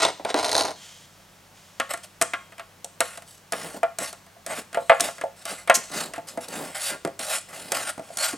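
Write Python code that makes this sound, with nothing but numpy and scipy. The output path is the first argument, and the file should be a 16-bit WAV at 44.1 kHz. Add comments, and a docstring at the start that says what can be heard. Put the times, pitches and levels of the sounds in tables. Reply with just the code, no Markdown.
"""In a small workshop with a faint hum, a plastic ring judders over a bench and is let go; cloth brushes, a handle sings.
Then a steel opener works round the lid of a full paint can: it clicks into the rim, the lid gives with dull tin pops,
and blade and can scrape as the can is turned for the next bite; once the blade skids with a shrill hiss.
Struck parts are decaying modes and noise bursts; rubbing is random slips shaped by strokes and spectra.
Two close microphone ports hear it with a quick reflection and the room's answer."""
import sys
import numpy as np
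from scipy import signal
from scipy.fft import rfft, irfft, next_fast_len
from scipy.io import wavfile
from scipy.ndimage import uniform_filter1d, map_coordinates

SR = 44100
rng = np.random.default_rng(int(sys.argv[2]) if len(sys.argv) > 2 else 0)


def materialize(psi):
    """Save the field psi as 16-bit PCM at rate SR to the path in sys.argv[1].

    A 1-D psi becomes a single channel; in a 2-D psi each row is a channel.
    """
    bounded = np.clip(np.atleast_2d(psi).T, -1, 1)
    quanta = np.round(bounded * 32767).astype(np.int16)
    wavfile.write(sys.argv[1], SR, quanta)


N = 369116
CLOCK = np.arange(N) / SR  # s
AGE = np.arange(SR // 3) / SR  # s since a strike

# Modes of the can, the lid's lowest eight first, then rim and wall.
# Each row: nominal frequency in Hz, relative level in dB, t60 in seconds.
CAN_MODES = [(486.4, -14.5, 0.15), (544, -9.5, 0.15), (584, -9.5, 0.049), (650.3, -3.5, 0.12),
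             (689.6, 2.5, 0.098), (805, -13.5, 0.16), (879, -17, 0.16), (931, -11.5, 0.075),
             (1088, -11.5, 0.24), (1147, -8.5, 0.13), (1234, -2.5, 0.093), (1377, -5, 0.13),
             (1431, -10, 0.15), (1634, -5, 0.062), (1693, -8.5, 0.13), (1810, -5.5, 0.048),
             (2070, -21, 0.16), (2020, -4.5, 0.068), (2122, -8.5, 0.071), (2366, -7, 0.053),
             (2660, -32, 0.046), (2970, -29, 0.064)]
LID_MODE_COUNT = 8


def amp(db):
    """Decibels to gain."""
    return 10 ** (np.asarray(db) / 20)


def unit(x):
    """Scale to rms 1."""
    return x / np.sqrt(np.mean(x ** 2) + 1e-20)


def crest(x, size=176):
    """Scale so that the loudest window of size samples (4 ms by default) has rms 1."""
    return x / np.sqrt(uniform_filter1d(x ** 2, size).max() + 1e-20)


def along(points, hz):
    """(Hz, value) points read on a log frequency axis."""
    point_hz, value = np.transpose(points)
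    return np.interp(np.log(hz + 1), np.log(point_hz + 1), value)


def filtered(x, response):
    """x times a response of frequency, zero-padded."""
    n = x.shape[-1]
    padded = next_fast_len(n + 8192)
    hz = np.fft.rfftfreq(padded, 1 / SR)
    return irfft(rfft(x, padded) * response(hz), padded)[..., :n]


def coloured(x, spectrum):
    """x shaped by a spectrum, at rms 1."""
    return unit(filtered(x, lambda hz: amp(along(spectrum, hz))))


def wobble(rate):
    """A smooth random curve, rate knots a second."""
    knots = rng.standard_normal(int(N * rate / SR) + 4)
    return map_coordinates(knots, [CLOCK * rate])


def add(track, s, sound):
    """Mix a sound into a track at time s."""
    room = track[max(round(s * SR), 0):][:len(sound)]
    room += sound[:len(room)]


def decaying_noise(t60):
    """White noise that dies away by 60 dB in t60 seconds."""
    return rng.standard_normal(len(AGE)) * amp(-60 * AGE / t60)


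def burst(spectrum, t60, attack):
    """Many crowded modes struck together: coloured noise that dies away."""
    noise = coloured(rng.standard_normal(len(AGE)), spectrum)
    return crest(noise * amp(-60 * AGE / t60) * (1 - np.exp(-AGE / attack)))


def ring(modes, scatter_db):
    """Metal modes start from rest; each contact weights and tunes them a little differently."""
    hz, db, t60 = np.transpose(modes)[:, :, None]
    strength, tuning, direction = rng.standard_normal((3, len(modes), 1))
    waves = np.sign(direction) * np.sin(2 * np.pi * hz * (1 + 0.0083 * tuning) * AGE)
    fade = amp(db + scatter_db * strength - 60 * AGE / t60)
    return crest((waves * fade).sum(0) * (1 - np.exp(-AGE / 0.00077)))


def stroke(s, rise, fall, db):
    """Gain of one stroke: it bites, swells to its peak, eases off and lets go."""
    bite_s, swell_db, ease_db, release_db_per_s = 0.002, 9, 9.5, 550
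    t = CLOCK - s
    pressure_db = np.interp(t, [0, rise, rise + fall], [-swell_db, 0, -ease_db])
    release_db = release_db_per_s * np.maximum(t - rise - fall, 0)
    return np.clip(t / bite_s, 0, 1) * amp(db + np.maximum(pressure_db - release_db, -120))


def strokes(rows):
    """Gain of a run of strokes, then of each layer given relative to it; overlaps add in power."""
    gains = np.array([stroke(*row[:4]) for row in rows])
    layers = amp(np.array([(0, *row[4:]) for row in rows]))
    return np.sqrt(layers.T ** 2 @ gains ** 2)


def friction(rate, spread_db, smooth):
    """Tiny slips of uneven size at random moments (rate a second), over a smooth rub."""
    chance, size, rub = rng.random(N), rng.standard_normal(N), rng.standard_normal(N)
    slips = (chance < rate / SR) * np.sign(rub) * amp(spread_db * np.clip(size, -2, 2))
    return unit(unit(slips) + smooth * rng.standard_normal(N))


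def wandering(x, depth_db):
    """Resonances come and go as the contact point moves."""
    z = signal.stft(x, nperseg=512)[2]
    across_hz = uniform_filter1d(rng.standard_normal(z.shape), size=5, axis=0)
    field = uniform_filter1d(across_hz, size=14, axis=1)
    return signal.istft(z * amp(depth_db * unit(field)), nperseg=512)[1][:N]


def background():
    """Still air as coloured noise, and the wavering hum of a distant machine as phase-wobbled sines."""
    # Each row: frequency in Hz, relative density in dB.
    air_spectrum = [(15, -41.5), (25, -20), (39, -10), (50, -11.5), (64, -33), (90, -15), (145, -11),
                    (212, -14.5), (242, -14), (451, -15.5), (489, -12), (911, -13.5), (1610, -16.5),
                    (4140, -22.5), (5730, -22.5), (16000, -31)]
    # Each row: frequency in Hz, peak level in dB.
    hum_tones = [(96, -62), (156.1, -65.5), (188.4, -63.5)]
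    mid, side = (coloured(rng.standard_normal(N), air_spectrum) for _ in range(2))
    hum = sum(amp(db) * np.sin(2 * np.pi * hz * CLOCK + 1.07 * wobble(23)) for hz, db in hum_tones)
    return amp(-54.5) * (mid + 0.33 * np.array([side, -side])) + hum


def plastic_ring():
    """The ring judders over the rough bench top: each slip drums the board and snaps in the plastic."""
    # Ring sliding. Each row: start in seconds, rise in seconds, fall in seconds, bench level in dB,
    # rub re bench in dB, squeak re bench in dB, all levels before trim.
    drags = [(0, 0.0013, 0.085, -24.5, 4.5, -5.5), (.26, 0.045, 0.035, -35.5, -0.5, -23),
             (.35, 0.031, 0.15, -24.5, -5.5, -10), (.43, 0.14, 0.068, -25, -10, -1),
             (.64, .01, 0.066, -29, -10, -8)]
    # Ring knocking. Each row: start in seconds, knock level in dB, snap re knock in dB, before trim.
    knocks = [(0.0506, -14, 0.5), (0.08, -23, -16), (0.197, -29.5, -36), (0.249, -19, -7.5),
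              (0.303, -29.5, 5), (0.343, -14.5, -4), (0.445, -31, 11), (0.493, -28.5, 7.5),
              (0.52, -34.5, 12.5), (0.548, -34, 2), (0.552, -22, 8.5), (0.593, -22, 1.5), (0.609, -26, 10),
              (0.646, -20.5, -18), (0.685, -27.5, -4)]
    # Spectra of board, rubbed ring and snapping plastic. Each row: frequency in Hz, relative density in dB.
    board_spectrum = [(30, -60), (90, -24), (170, -16), (280, -4.5), (400, -3.5), (530, 2.5), (700, 3.5),
                      (900, -1), (1200, -11), (2400, -18), (5000, -45)]
    rub_spectrum = [(700, -22), (1300, -5.5), (1700, -7.5), (2200, -9), (3100, -10.5), (5200, -12.5),
                    (7000, -18.5), (8500, -17), (11000, -34), (15500, -69)]
    plastic_spectrum = [(1200, -22), (2200, -13), (3200, -14), (3600, 3.5), (4300, -2), (5200, -15),
                        (5650, -10), (6800, -17), (8600, -12), (11000, -24), (15500, -42)]
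    bench_gain, rub_gain, squeak_gain = strokes(drags)
    judder = friction(rate=210, spread_db=3.5, smooth=0.35)

    def answer(spectrum, t60):
        """Each slip excites a decaying noise response."""
        return coloured(signal.fftconvolve(judder, decaying_noise(t60))[:N], spectrum)

    out = amp(1.0) * bench_gain * answer(board_spectrum, t60=0.098)
    out += amp(0.5) * rub_gain * answer(rub_spectrum, t60=0.11)
    out += amp(1.5) * squeak_gain * answer(plastic_spectrum, t60=0.0072)
    for s, db, snap_db in knocks:
        sharp = burst(plastic_spectrum, t60=0.018, attack=0.000079)
        dull = burst(rub_spectrum, t60=0.0057, attack=0.00016)
        knock = burst(board_spectrum, t60=0.12, attack=0.00023)
        add(out, s, amp(db - 2.0) * knock + amp(db + snap_db - 0.5) * crest(sharp + dull))
    return out


def shirt():
    """Shirt and arm brush softly past as the hands move: dense, fine friction."""
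    # Each row: start in seconds, rise in seconds, fall in seconds, peak level in dB.
    brushes = [(.75, 0.1, 0.2, -45), (1.0, 0.022, .5, -58.5), (1.54, 0.03, 0.44, -55.5)]
    # Each row: frequency in Hz, relative density in dB.
    cloth_spectrum = [(290, -46), (500, -18), (714, -14), (935, -14.5), (2760, -9), (3140, -4),
                      (4110, -9.5), (6760, -7.5), (11800, -22), (15000, -30)]
    return strokes(brushes)[0] * coloured(friction(rate=2000, spread_db=1.5, smooth=1), cloth_spectrum)


def handle():
    """The opener's free handle goes on singing: a faint, slightly unsteady, slowly dying sine."""
    # Each row: start in seconds, initial peak level in dB.
    handle_rings = [(.77, -53), (2.2122, -51)]
    note_hz, t60_s, attack_s = 3230, 1.4, 0.004
    out = np.zeros(N)
    for s, db in handle_rings:
        note = np.sin(2 * np.pi * note_hz * CLOCK + 1.0 * wobble(58))
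        add(out, s, note * amp(db - 60 * CLOCK / t60_s) * (1 - np.exp(-CLOCK / attack_s)))
    return out


def blow(boom_db, clang_db, tick_db, thud_db, edge_hz):
    """The blade ticks on the rim, the lid booms, the wall clangs below edge_hz and the can knocks the bench."""
    # The steel opener. Each row: nominal frequency in Hz, relative level in dB, t60 in seconds.
    blade_modes = [(3660, -4, 0.018), (4900, 12, 0.026), (6020, -3, 0.11), (8410, 32, 0.037),
                   (8500, -7, 0.049), (8530, 13, 0.04)]
    # Spectra of wall, blade contact and bench knock. Each row: frequency in Hz, relative density in dB.
    clang_spectrum = [(600, -25.5), (1100, -1.5), (1800, -1), (2800, -6.5), (3500, -11), (6000, -25),
                      (12000, -53)]
    tick_spectrum = [(1200, -49), (2800, -10), (4200, -7), (6300, -4.5), (8000, -2), (10000, -4),
                     (13000, -14.5), (16000, -30)]
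    thud_spectrum = [(40, -40), (110, -3), (190, 0.5), (310, 8.5), (480, 2), (900, -20), (2000, -60)]
    boom = ring(CAN_MODES[:LID_MODE_COUNT], scatter_db=3.8)
    wall = ring(CAN_MODES[LID_MODE_COUNT:], scatter_db=2.5)
    crowd = burst(clang_spectrum, t60=0.078, attack=0.000062)
    lowpass = signal.butter(2, edge_hz, fs=SR, output="sos")
    clang = crest(signal.sosfilt(lowpass, 0.75 * wall + crowd))
    blade = amp(-13) * ring(blade_modes, scatter_db=2)
    sizzle = amp(-18) * burst(tick_spectrum, t60=0.1, attack=0.001)
    tick = burst(tick_spectrum, t60=0.017, attack=0.00081) + sizzle + blade
    thud = burst(thud_spectrum, t60=0.08, attack=0.00066)
    # level trims
    out = amp(boom_db - 0.56) * boom + amp(clang_db - 4.0) * clang
    return out + amp(tick_db - 1.15) * tick + amp(thud_db - 2.0) * thud


def pries():
    """Clicks, pops and bumps strike the same can, each in its own proportions."""
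    # All levels are before the trims in blow().
    # Blade catches on the rim. Each row: start in seconds, wall clang in dB, blade tick re clang in dB.
    clicks = [(1.799, -16, -9), (1.936, -24.5, -1), (1.974, -40.5, 1), (2.2135, -13.5, -3.5),
              (2.222, -27, 13.5), (2.335, -17.5, -18), (2.521, -41, -12), (2.581, -37.5, -7),
              (2.595, -29.5, -12.5), (2.8445, -49.5, 22.5), (3.0045, -15.5, 1.5), (3.174, -35.5, 1),
              (3.221, -44.5, 1), (3.522, -25.5, 3.5), (3.533, -19.5, -14.5), (3.986, -27.5, 5),
              (4.128, -36.5, 1.5), (4.264, -49, -3), (4.463, -32.5, 4.5), (4.573, -32, -9),
              (4.729, -36.5, -3), (4.745, -22.5, -10), (4.998, -21, -4), (5.006, -33.5, 21),
              (5.182, -33.5, -10), (5.212, -25.5, -8.5), (5.453, -31.5, 3), (5.675, -24.5, -9),
              (6.136, -30, -3.5), (6.16, -36, -7), (6.286, -50, 14.5), (6.484, -44.5, 11.5),
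              (7.192, -32.5, 4.5), (7.7191, -22.5, 6), (8.171, -44, 21.5)]
    # Lid gives under the lever. Each row: start in seconds, boom in dB, wall clang re boom in dB,
    # blade tick re boom in dB.
    pops = [(2.8445, -33.5, -28, -24), (3.831, -13.5, -3.5, -22), (4.365, -46.5, -30, -27),
            (4.772, -15.5, -10.5, -27), (4.896, -6, 0.5, -22), (4.917, -11.5, 0.5, -44),
            (5.086, -27, -3, -20), (5.238, -19.5, -20, -26), (5.6973, -7, 0, -12), (5.713, -25, -4, -30),
            (7.722, -24, -15, -16), (8.103, -33.5, -32, -26)]
    # Can rocks down on the bench. Each row: start in seconds, thud in dB, lid boom re thud in dB.
    bumps = [(3.743, -35.5, 1.5), (6.18, -35, 6.5), (6.374, -29, 3.5), (7.049, -19.5, -5), (7.074, -31, 3),
             (7.978, -33.5, 0.5), (7.994, -35.5, 5), (8.331, -27, -7)]
    soft_hz, hard_hz = 2700, 6000  # top of the wall's clang under a soft and a hard contact
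    # a click's weight lies between its clang and its tick; lid and bench answer that weight
    tick_share, click_boom_db, click_thud_db = 0.4, -4.5, -15.5
    pop_thud_db = -29  # re boom
    bump_clang_db, bump_tick_db = -5.5, -9.5  # re thud
    out = np.zeros(N)
    for s, db, tick_db in clicks:
        weight_db = db + tick_share * tick_db
        add(out, s, blow(weight_db + click_boom_db, db, db + tick_db, weight_db + click_thud_db, hard_hz))
    for s, db, clang_db, tick_db in pops:
        add(out, s, blow(db, db + clang_db, db + tick_db, db + pop_thud_db, soft_hz))
    for s, db, boom_db in bumps:
        add(out, s, blow(db + boom_db, db + bump_clang_db, db + bump_tick_db, db, soft_hz))
    return out


def scrapes():
    """Steel rasps along the rim and sets the tin ringing; the turned can's base grinds on the bench."""
    # Blade along the rim. Each row: start in seconds, rise in seconds, fall in seconds, rasp level in dB,
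    # tin body re rasp in dB, levels before trim.
    rim_scrapes = [(1.892, 0.02, .03, -35.5, 5.5), (2.028, 0.019, 0.0072, -41, -4.5),
                   (3.03, 0.011, 0.14, -43, 2), (3.262, .025, 0.094, -49, -17),
                   (3.53, 0.053, 0.19, -40, 1.5), (3.988, 0.041, 0.07, -34.5, 2),
                   (4.47, 0.055, 0.032, -39, 7.5), (4.55, 0.027, 0.028, -36, 0),
                   (4.79, 0.26, 0.13, -47.5, -24), (5.012, .035, 0.051, -30.5, 1),
                   (5.36, 0.07, 0.028, -49, -2), (5.454, 0.053, 0.047, -34.5, 1.5),
                   (5.56, 0.034, 0.041, -45.5, 2.5), (5.78, 0.016, 0.25, -47.5, -2),
                   (5.915, 0.066, 0.082, -32.5, 1), (6.14, 0.021, 0.021, -45, 7),
                   (6.27, .02, 0.038, -40, -4), (6.405, 0.04, 0.013, -40, 0), (6.48, 0.053, 0.29, -41, 3),
                   (6.745, .015, 0.042, -34.5, 2), (6.805, 0.072, 0.037, -25.5, -6.5),
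                   (6.89, .01, 0.065, -49, 16.5), (7.19, 0.029, 0.089, -35, 0),
                   (7.265, 0.087, .03, -27, -2.5), (7.485, 0.056, 0.27, -43, 0.5),
                   (7.73, 0.031, 0.12, -32.5, 4), (7.865, 0.035, 0.014, -33.5, 3),
                   (8.02, 0.14, 0.036, -48.5, 0), (8.17, 0.078, 0.073, -27.5, 0)]
    # Can turned on its base. Each row: start in seconds, rise in seconds, fall in seconds, level in dB before trim.
    turns = [(3.52, 0.017, 0.036, -33.5), (3.58, 0.071, 0.065, -38), (3.74, 0.036, 0.015, -39.5),
             (3.99, 0.028, 0.019, -33.5), (4.48, 0.036, 0.035, -38.5), (4.57, 0.024, 0.014, -36),
             (4.73, 0.037, 0.062, -43.5), (5.0, 0.017, 0.077, -37), (5.5, 0.026, 0.015, -39),
             (5.75, .025, 0.045, -40), (5.9, 0.057, 0.15, -36.5), (6.12, 0.35, 0.049, -50),
             (6.48, 0.13, 0.1, -35), (6.9, 0.018, 0.05, -38.5), (7.19, 0.013, .03, -42),
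             (7.48, 0.3, 0.11, -44.5), (8.08, 0.056, 0.21, -54)]
    # Spectra of blade, rubbed tin and base. Each row: frequency in Hz, relative density in dB.
    rasp_spectrum = [(1500, -34), (2800, -5), (4500, -1.5), (6200, -5), (8000, 1.5), (10300, -2.5),
                     (12500, -10.5), (15500, -25)]
    tin_spectrum = [(250, -18), (520, -9.5), (610, 3.5), (690, -1), (790, -2), (980, -9.5), (1150, -8),
                    (1290, 2.5), (1480, -6), (1850, -1.5), (2800, -9.5), (4200, -32.5), (8000, -50)]
    grind_spectrum = [(40, -43), (100, -22), (160, 3.5), (270, 1.5), (380, 0), (520, 3.5), (900, -2.5),
                      (2000, -24)]
    rasp_gain, tin_gain = strokes(rim_scrapes)
    bench_gain, = strokes(turns)
    unevenness = amp(2.23 * wobble(150) + 0.7 * wobble(40))
    grit = friction(rate=3000, spread_db=-0.5, smooth=1.0) * unevenness
    rasp = coloured(wandering(grit, depth_db=3.5), rasp_spectrum)
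    rung = signal.fftconvolve(grit, ring(CAN_MODES, scatter_db=3))[:N]
    singing = unit(wandering(rung, depth_db=3))
    rubbed = coloured(wandering(grit, depth_db=2.0), tin_spectrum)
    tin = amp(-2.5) * rubbed + amp(-5.5) * singing
    grind = coloured(friction(rate=360, spread_db=1.5, smooth=0.45), grind_spectrum)
    return amp(1.5) * rasp_gain * rasp + tin_gain * tin + amp(0.7) * bench_gain * grind


def skid():
    """The blade skids out of the groove under load with a short, shrill hiss of dense slips."""
    # Each row: start in seconds, rise in seconds, fall in seconds, peak level in dB.
    skids = [(5.741, 0.014, 0.0099, -14.5)]
    # Each row: frequency in Hz, relative density in dB.
    hiss_spectrum = [(880, -36), (1500, -16), (1780, -12), (3810, -16.5), (4120, -8), (4500, -13),
                     (4870, -7.5), (6760, -3), (12100, -14.5), (16000, -39)]
    return strokes(skids)[0] * coloured(friction(rate=4000, spread_db=3, smooth=0.8), hiss_spectrum)


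def clutter(x):
    """Jars and bench top close by scatter a quick reflection, opposite in sign at the two ports."""
    scatter = decaying_noise(t60=0.008)
    side = signal.fftconvolve(x, scatter / np.linalg.norm(scatter))[:N]
    return np.array([side, -side])


def workshop(x):
    """The room's answer at each port; each frequency dies at its own speed."""
    # Each row: frequency in Hz, t60 in seconds.
    room_t60 = [(150, 0.42), (700, 0.3), (3000, 0.47), (8000, 0.47), (15000, 0.044)]
    hz, t, z = signal.stft(rng.standard_normal((2, SR // 2)), SR, nperseg=256)
    decay = amp(-60 * t / along(room_t60, hz)[:, None])
    onset = 1 - np.exp(-t / 0.0016)
    tail = signal.istft(z * decay * onset, SR, nperseg=256)[1]
    first, second = signal.fftconvolve(x[None], tail / np.linalg.norm(tail[0]), axes=1)[:, :N]
    return np.array([first + 0.42 * second, first - 0.15 * second])


def scene():
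    """Everything happens on the bench, straight ahead; the deepest bass is cut away."""
    low_cut_hz = 74
    work = plastic_ring() + shirt() + handle() + pries() + scrapes() + skid()
    work = signal.sosfilt(signal.butter(2, low_cut_hz, "highpass", fs=SR, output="sos"), work)
    return work + amp(-25.5) * clutter(work) + amp(-16.0) * workshop(work) + background()


def record(dry):
    """Two close ports differ a little in phase and level; they clip at full scale, then a band limit cuts."""
    # Each row: frequency in Hz, left minus right in dB.
    port_balance = [(250, 0.1), (500, -0.5), (1000, 0.4), (4000, 0.2), (8000, -0.1)]
    # Each row: frequency in Hz, lead of left over right in radians.
    port_phase = [(100, 0.05), (250, 0.13), (520, 0.37), (1100, 0.68), (2000, 0.52), (4500, 0.34),
                  (12000, 0.059)]
    top_hz = 15900
    sides = np.array([[0.5], [-0.5]])

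    def port_response(hz):
        """Half of each difference goes to either side."""
        return amp(sides * along(port_balance, hz)) * np.exp(1j * sides * along(port_phase, hz))

    ports = filtered(dry, port_response)
    return filtered(np.clip(ports, -1, 1), lambda hz: hz < top_hz)


dry = scene()
out = record(dry)
materialize(out)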